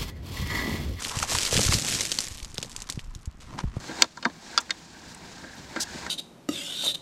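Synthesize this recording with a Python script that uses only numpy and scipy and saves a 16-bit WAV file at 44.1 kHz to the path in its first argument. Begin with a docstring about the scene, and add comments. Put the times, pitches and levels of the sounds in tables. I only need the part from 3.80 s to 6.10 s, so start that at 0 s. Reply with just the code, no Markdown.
"""A steel clamp snaps and clicks, worked by a gloved hand on the wooden guide frame of a sawmill.
Snaps ring damped modes of clamp and frame; boards knock with the same modes, struck more softly.
The jaw rubs, the thread grinds, and glove and sleeve rustle: shaped friction noise over outdoor rumble.
Close by, the snaps can overload the microphone; its gain control ducks the sound and recovers slowly."""
import sys
import numpy as np
from scipy import signal
from scipy.fft import rfft, irfft
from scipy.io import wavfile
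from scipy.ndimage import uniform_filter1d

SR = 44100
rng = np.random.default_rng(int(sys.argv[2]) if len(sys.argv) > 2 else 0)


def to_wav(sig):
    """Store sig (one row per channel, or 1-D mono) as 16-bit WAV at the path in sys.argv[1].

    Samples outside -1..1 are clipped; the rate is SR.
    """
    pcm = np.clip(np.atleast_2d(sig), -1, 1) * 32767
    pcm = np.round(pcm).astype(np.int16)
    wavfile.write(sys.argv[1], SR, pcm.T)  # frames by channels


N = 101429


def amp(db):
    """Logarithmic level: converts decibels to an amplitude ratio."""
    return 10 ** (np.asarray(db) / 20)


def evened(x):
    """Power normalisation: scales a signal to rms 1."""
    return x / np.sqrt(np.mean(x ** 2) + 1e-20)


def read(points, hz):
    """Logarithmic frequency scale: interpolates a tabulated curve between its points."""
    f, value = np.transpose(points)
    return np.interp(np.log(hz + 1), np.log(f + 1), value)


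def level(points):
    """Level envelope: interpolates decibels over time and returns the gain at every sample."""
    times_s, levels_db = np.transpose(points)
    return amp(np.interp(np.arange(N) / SR, times_s, levels_db))


def add(mix, start_s, sound):
    """Superposition: adds a sound to the mix at its start time."""
    part = mix[round(start_s * SR):][:len(sound)]
    part += sound[:len(part)]


def colour(x, points, size=4096):
    """Minimum-phase filtering: the log gain alone fixes the phase of a causal response."""
    hz = abs(np.fft.fftfreq(size, 1 / SR))
    log_gain = np.log(amp(read(points, hz)))
    response = np.exp(np.conj(signal.hilbert(log_gain)))
    taps = np.fft.ifft(response).real[:size // 2]
    return signal.fftconvolve(x, taps)[:len(x)]


def drift(cutoff_hz):
    """Band-limited random fluctuation: noise below the cutoff, at rms 1."""
    spectrum = rfft(rng.standard_normal(N))
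    kept = np.fft.rfftfreq(N, 1 / SR) < cutoff_hz
    return evened(irfft(spectrum * kept, N))


def friction(grain_db, cutoff_hz):
    """Friction as many tiny slips: white noise with a random, rapidly varying gain."""
    noise = rng.standard_normal(N)
    return evened(noise * amp(grain_db * drift(cutoff_hz)))


def ring(modes, length, size=8192):
    """Modal superposition: exponentially decaying sines, each starting at a random phase."""
    t = np.arange(size) / SR
    hz, peak_db, t60_s = np.transpose(modes)[:, :, None]
    tau_s = t60_s * length / np.log(1000)
    height = 2 * amp(peak_db) / (tau_s * SR)  # makes peak_db the height of the spectral peak
    turns = hz * t + rng.random(hz.shape)
    return (height * np.exp(-t / tau_s) * np.sin(2 * np.pi * turns)).sum(0)


def softened(hit, rise_s):
    """Finite contact time: a glancing contact swells instead of starting at once."""
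    t = np.arange(len(hit)) / SR
    return hit * (1 - np.exp(-t / rise_s))


# decay of the dense small modes: pitch_hz [Hz], t60_s [s]
SPLINTER_DECAY = [(200, 0.16), (700, 0.18), (1500, 0.07), (3000, 0.049), (6000, 0.019), (14000, 0.028)]


def splinter(length, size=8192):
    """High modal density: decaying noise, flat in spectrum, with its own decay time at each pitch."""
    hz, t, bands = signal.stft(rng.standard_normal(size), SR, nperseg=128)
    t60_s = length * read(SPLINTER_DECAY, hz)[:, None]
    fade = amp(-60 * t / t60_s)
    bands *= fade / np.linalg.norm(fade, axis=1, keepdims=True)  # equal energy in every band
    x = signal.istft(bands, SR)[1][:size]
    return x / np.linalg.norm(x)


def crack(decay_s, size=8192):
    """Contact noise: the brief chatter of two surfaces meeting, as decaying noise."""
    t = np.arange(size) / SR
    x = rng.standard_normal(size) * np.exp(-t / decay_s)
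    return x / np.linalg.norm(x)


# spectrum of the outdoor rumble: pitch_hz [Hz], level_db [dB, relative]
AIR_COLOUR = [(20, -15), (45, -12), (66, -1), (95, -7), (190, -1), (300, -7.5), (450, -14.5), (1500, -19.5),
              (6000, -30), (16000, -43)]


def air(level_db=-46, swell_db=1.5):
    """Broadband ambient noise: low outdoor rumble with a randomly swelling level."""
    swell = amp(level_db + swell_db * drift(8))
    return swell * evened(colour(rng.standard_normal(N), AIR_COLOUR))


# level of glove and sleeve, before patchiness: time_s [s], level_db [dB]
RUSTLE_LEVEL = [(0, -45), (.06, -47), (.14, -46), (.2, -39.5), (.25, -44), (.3, -49.5), (.58, -48.5),
                (.67, -40), (.75, -42), (.84, -46.5), (1.0, -47.5), (1.08, -46), (1.38, -49), (1.52, -47),
                (1.88, -49.5), (2.08, -46), (2.19, -41.5), (2.3, -50)]
# spectrum of the fabric: pitch_hz [Hz], level_db [dB, relative]
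RUSTLE_SPECTRUM = [(300, -3.5), (1500, -3), (3000, -2.5), (4500, 1.5), (7300, -2), (8600, -10.5),
                   (10000, -18), (13000, -26), (16000, -36)]


def rustle(patchy_db=1.43):
    """Sliding friction of fabric: glove and sleeve slide as the hand turns, a patchy hiss."""
    patches = amp(patchy_db * drift(40))
    fabric = evened(colour(friction(grain_db=0.5, cutoff_hz=420), RUSTLE_SPECTRUM))
    return level(RUSTLE_LEVEL) * patches * fabric


# glove scuffs: start_s [s], length_s [s], level_db [dB], centre_hz [Hz], width_octaves [octaves]
GLOVE_SCUFFS = [(0.801, 0.017, -34.5, 6670, 0.25), (1.27, 0.069, -48, 5000, 0.47),
                (1.346, 0.0064, -43.5, 8200, 0.18), (1.753, 0.0035, -57, 7000, 0.85),
                (1.995, 0.049, -29, 5370, .5)]


def scuffs(edge=0.58, skirt_db=-24, grit_db=2):
    """Band-limited friction: the glove slips quickly over the handle in short bright zips."""
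    out = np.zeros(N)
    hz = np.geomspace(100, 16000, 60)
    for start_s, length_s, level_db, centre_hz, width_octaves in GLOVE_SCUFFS:
        octaves_off = np.log2(hz / centre_hz)
        hump = np.exp(-.5 * (octaves_off / width_octaves) ** 2) + amp(skirt_db)
        spectrum = list(zip(hz, 20 * np.log10(hump)))
        slip = colour(friction(grain_db=grit_db, cutoff_hz=900), spectrum)[:int(length_s * SR)]
        shaped = slip * signal.windows.tukey(len(slip), edge)  # edge: share of the length that fades
        add(out, start_s, amp(level_db) * evened(shaped))
    return out


# modes of the wooden frame: pitch_hz [Hz], peak_db [dB, relative], t60_s [s]
FRAME_MODES = [(228.5, 1, 0.17), (260, 2.5, 0.11), (324, 7.5, 0.11), (511, 4, 0.1), (605, 1.5, 0.18),
               (702.5, -1, 0.15), (820, -5, 0.023), (953, 2, 0.068), (1045, 0, 0.12), (1159, -4, 0.032),
               (1373, -10, 0.026), (1389.4, 4.5, 0.044), (1607, 5.5, 0.047), (1700, -5, 0.18),
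               (1824, 4, .045)]
# modes of the clamp's screw and handle: pitch_hz [Hz], peak_db [dB, relative], t60_s [s]
CLAMP_MODES = [(2120, 7, 0.016), (2358, 0, 0.026), (2927, 3, 0.034), (3213, 5, 0.03), (3695, 9, 0.046),
               (4295, 9.5, 0.027), (4862, 6.5, 0.018), (5205, 4, 0.012), (5954, 3.5, 0.056),
               (6800, 6, 0.011), (7710, 4.5, 0.013), (9880, 2.5, .02)]
# level of the clamp on the wood, before patchiness: time_s [s], level_db [dB]
RUB_LEVEL = [(0, -57), (.09, -43), (.15, -44), (.215, -34), (.245, -30), (.27, -51), (.34, -58),
             (.62, -48.5), (.75, -40), (.84, -45.5), (1.0, -51.5), (1.3, -48), (1.55, -47.5), (1.68, -51.5),
             (1.89, -52), (1.99, -39), (2.07, -51.5), (2.23, -42), (2.3, -48)]
# spectral shaping of the rub: pitch_hz [Hz], gain_db [dB, relative]
RUB_SPECTRUM = [(100, -24.5), (250, 5), (450, -0.5), (900, 6.5), (1250, 2.5), (1650, 1.5), (2100, -5),
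                (3000, -4), (4400, -10), (7000, -12), (12000, -22)]


def rubbing(direct_db=-6, patchy_db=1.6):
    """Friction-driven resonance: the clamp drags on the wood and keeps frame and clamp ringing."""
    slips = friction(grain_db=2.5, cutoff_hz=400)
    resonance = signal.fftconvolve(slips, ring(FRAME_MODES + CLAMP_MODES, 0.46))[:N]
    rub = evened(colour(resonance + amp(direct_db) * slips, RUB_SPECTRUM))
    return level(RUB_LEVEL) * amp(patchy_db * drift(35)) * rub


# level of the screw thread, before patchiness: time_s [s], level_db [dB]
GRIND_LEVEL = [(0, -59.5), (.12, -58), (.21, -45), (.27, -63), (.6, -58), (.75, -40), (.8, -54), (1.0, -66),
               (1.16, -52), (1.33, -54.5), (1.55, -57.5), (1.67, -46.5), (1.8, -54.5), (1.89, -64),
               (1.99, -40), (2.08, -54), (2.27, -51)]
# narrow resonance of the wooden frame near 1.6 kHz: pitch_hz [Hz], level_db [dB, relative]
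GRIND_SPECTRUM = [(200, -42), (1100, -28.5), (1400, -9), (1570, 3.5), (1720, 1.5), (1900, -8.5),
                  (2400, -28.5), (4000, -33), (12000, -49)]


def grinding(patchy_db=3.5):
    """Stick-slip excitation: grainy noise of the thread through one narrow resonance of the wood."""
    patches = amp(patchy_db * drift(40))
    thread = evened(colour(friction(grain_db=1.5, cutoff_hz=630), GRIND_SPECTRUM))
    return level(GRIND_LEVEL) * patches * thread


# centres of the knock strengths: pitch_hz [Hz]
KNOCK_BANDS = (260, 520, 1000, 1600, 2750, 4500)
# board knocks: start_s [s], rise_s [s, time constant], length [factor on the t60],
# then strength_db [dB] at each of KNOCK_BANDS
BOARD_KNOCKS = [(.0400, .004, 0.57, -3.5, -2, 3.5, 0, -14, -14),
                (0.092, 0.0025, 0.93, 16, 10, 3, 1, -6, -18), (.1110, 0.0018, 0.85, 1, 1, 0, 6, -18, -12),
                (0.3718, 0.0018, 0.64, -8, -1, 18, 12, -19, 1),
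                (.4530, 0.00093, 0.55, 21, 20, 23, 28, 11, 6),
                (.4575, 0.00068, 0.73, 29, 15, 29, 13.5, 2, -17),
                (0.498, 0.0023, 0.37, 4, 2, -18, 3, -8, -8), (.7370, 0.0045, 1.5, -11, -3, 0, 2, 0, -5),
                (0.895, 0.00061, 0.54, -5, -4, 3, 10, -8, -12),
                (1.637, 0.004, 0.89, 7.5, 6, 2.5, 5, -10, -33),
                (1.961, 0.0013, 0.9, 16, 11, 12.5, 12, 1, -2.5),
                (1.97, 0.0027, 0.58, 10.5, -2.5, -9, 14, -32, -6),
                (1.995, 0.004, 1., -10, -21, -12, 13, -23, -30.5),
                (2.145, 0.0021, 0.66, 10.5, -1, -7, -10, -10, -25)]


def knocks(splinter_db=-10):
    """Impact with a soft onset: the boards bump together, a dull blow ringing frame and clamp."""
    out = np.zeros(N)
    for start_s, rise_s, length, *strength_db in BOARD_KNOCKS:
        hit = ring(FRAME_MODES + CLAMP_MODES, length) + amp(splinter_db) * splinter(length)
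        low, high = strength_db[0], strength_db[-1]
        bass = [(90, low - 20), (180, low - 1)]
        treble = [(7500, high - 1), (12000, high - 32)]
        spectrum = [*bass, *zip(KNOCK_BANDS, strength_db), *treble]
        add(out, start_s, colour(softened(hit, rise_s), spectrum))
    return out


# modes of the clamp's flat steel bar: pitch_hz [Hz], peak_db [dB, relative], t60_s [s]
BAR_MODES = [(2520, -9, 0.038), (3440, 11, 0.035), (3552, 1, 0.078), (4690, 11, 0.011),
             (4810, -13.5, 0.034), (5260, -10, 0.11), (5220, 5.5, 0.014), (5770, 0, 0.0086),
             (6760, -0.5, 0.034), (8600, -1, 0.033)]
# centres of the click strengths: pitch_hz [Hz]
CLICK_BANDS = (250, 700, 1350, 2000, 2700, 3600, 5000, 8000)
# steel contacts: start_s [s], rise_s [s, time constant], length [factor on the t60],
# bar_share [0-1, power], then strength_db [dB] at each of CLICK_BANDS
STEEL_CLICKS = [(.2215, 0.00019, .8, 0.17, 12, 17, 22, 17, 21, 20.5, 29.5, 20),
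                (0.242, 0.00068, 0.57, 0.44, 8, 8, 12, -18, -14, 5, 0, -5),
                (0.4261, 0.0012, 1.46, .05, 5, 15, 12, 0, 12, 7, 6.5, -6),
                (0.449, 0.00046, 1.8, .1, -6, -19, -0.5, 9, -5, 10.5, 13, -5),
                (0.777, 0.00013, 1.11, 0.92, 9, 14.5, 29, 13, 27.5, 19, 22.5, 12),
                (0.7836, 0.00039, 1, 0.7, 4, -1, 15, 4, -2, 8, 20, 4),
                (0.9062, 0.00021, 0.89, 0.07, -1, 6, 12, 20, 13.5, 19.5, 12, 8),
                (0.908, 0.000091, 0.71, 0.035, -12.5, 8, -6, 5, -11, 13, 11, -2),
                (1.347, .0005, .6, 0.44, -33, -32, -28, -26.5, -25, -28, -12, -2),
                (1.581, 0.0015, 0.31, 0.41, -18, -19, -2, -7, -16, -20, -6, -22),
                (2.264, 0.0023, 0.8, .1, 1.5, 4.5, 7, 7, -4, -8, 1, -6),
                (2.296, 0.0016, 1., 0.54, -13, -8, 6, -7, -3, 1, -7.5, -6)]


def clicks(splinter_db=-11, crack_db=-8, crack_s=0.00094):
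    """Impact excitation of coupled bodies: steel meets steel; screw and bar ring and shake the frame."""
    out = np.zeros(N)
    for start_s, rise_s, length, bar_share, *strength_db in STEEL_CLICKS:
        screw = np.sqrt(1 - bar_share) * ring(CLAMP_MODES, length)
        bar = np.sqrt(bar_share) * ring(BAR_MODES, length)
        hit = ring(FRAME_MODES, length) + screw + bar
        hit += amp(splinter_db) * splinter(length) + amp(crack_db) * crack(crack_s)
        low, high = strength_db[0], strength_db[-1]
        treble = [(10500, high - 13.5), (16000, high - 29)]
        spectrum = [(70, low - 34), *zip(CLICK_BANDS, strength_db), *treble]
        add(out, start_s, colour(softened(hit, rise_s), spectrum))
    return out


def scene():
    """Linear superposition: all sources sum at one microphone."""
    return (clicks() + knocks() + rubbing() + grinding() + rustle() + scuffs() + air())[None]


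def record(dry, threshold_db=-19, recover_db_per_s=8, attack_s=0.011, share=0.69, ceiling=1, edge_hz=15900):
    """Automatic gain control: a slow attack lets snaps overload, then ducks what follows; then a low-pass."""
    power = uniform_filter1d(np.clip(dry[0], -1, 1) ** 2, size=300)  # window in samples
    power_db = 10 * np.log10(abs(power) + 1e-12)
    # peak hold that falls at a steady rate
    fall_db = np.arange(N) / SR * recover_db_per_s
    held_db = np.maximum.accumulate(power_db + fall_db) - fall_db
    over_db = np.maximum(held_db - threshold_db, 0)
    # the gain follows the excess with a lag
    r = np.exp(-1 / (attack_s * SR))
    duck_db = share * signal.lfilter([1 - r], [1, -r], over_db)
    x = np.clip(dry[0] * amp(-duck_db), -ceiling, ceiling)
    low_pass = signal.firwin(255, edge_hz, window=("kaiser", 8), fs=SR)
    return signal.fftconvolve(x, low_pass, "same")[None]


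dry = scene()
out = record(dry)
to_wav(out)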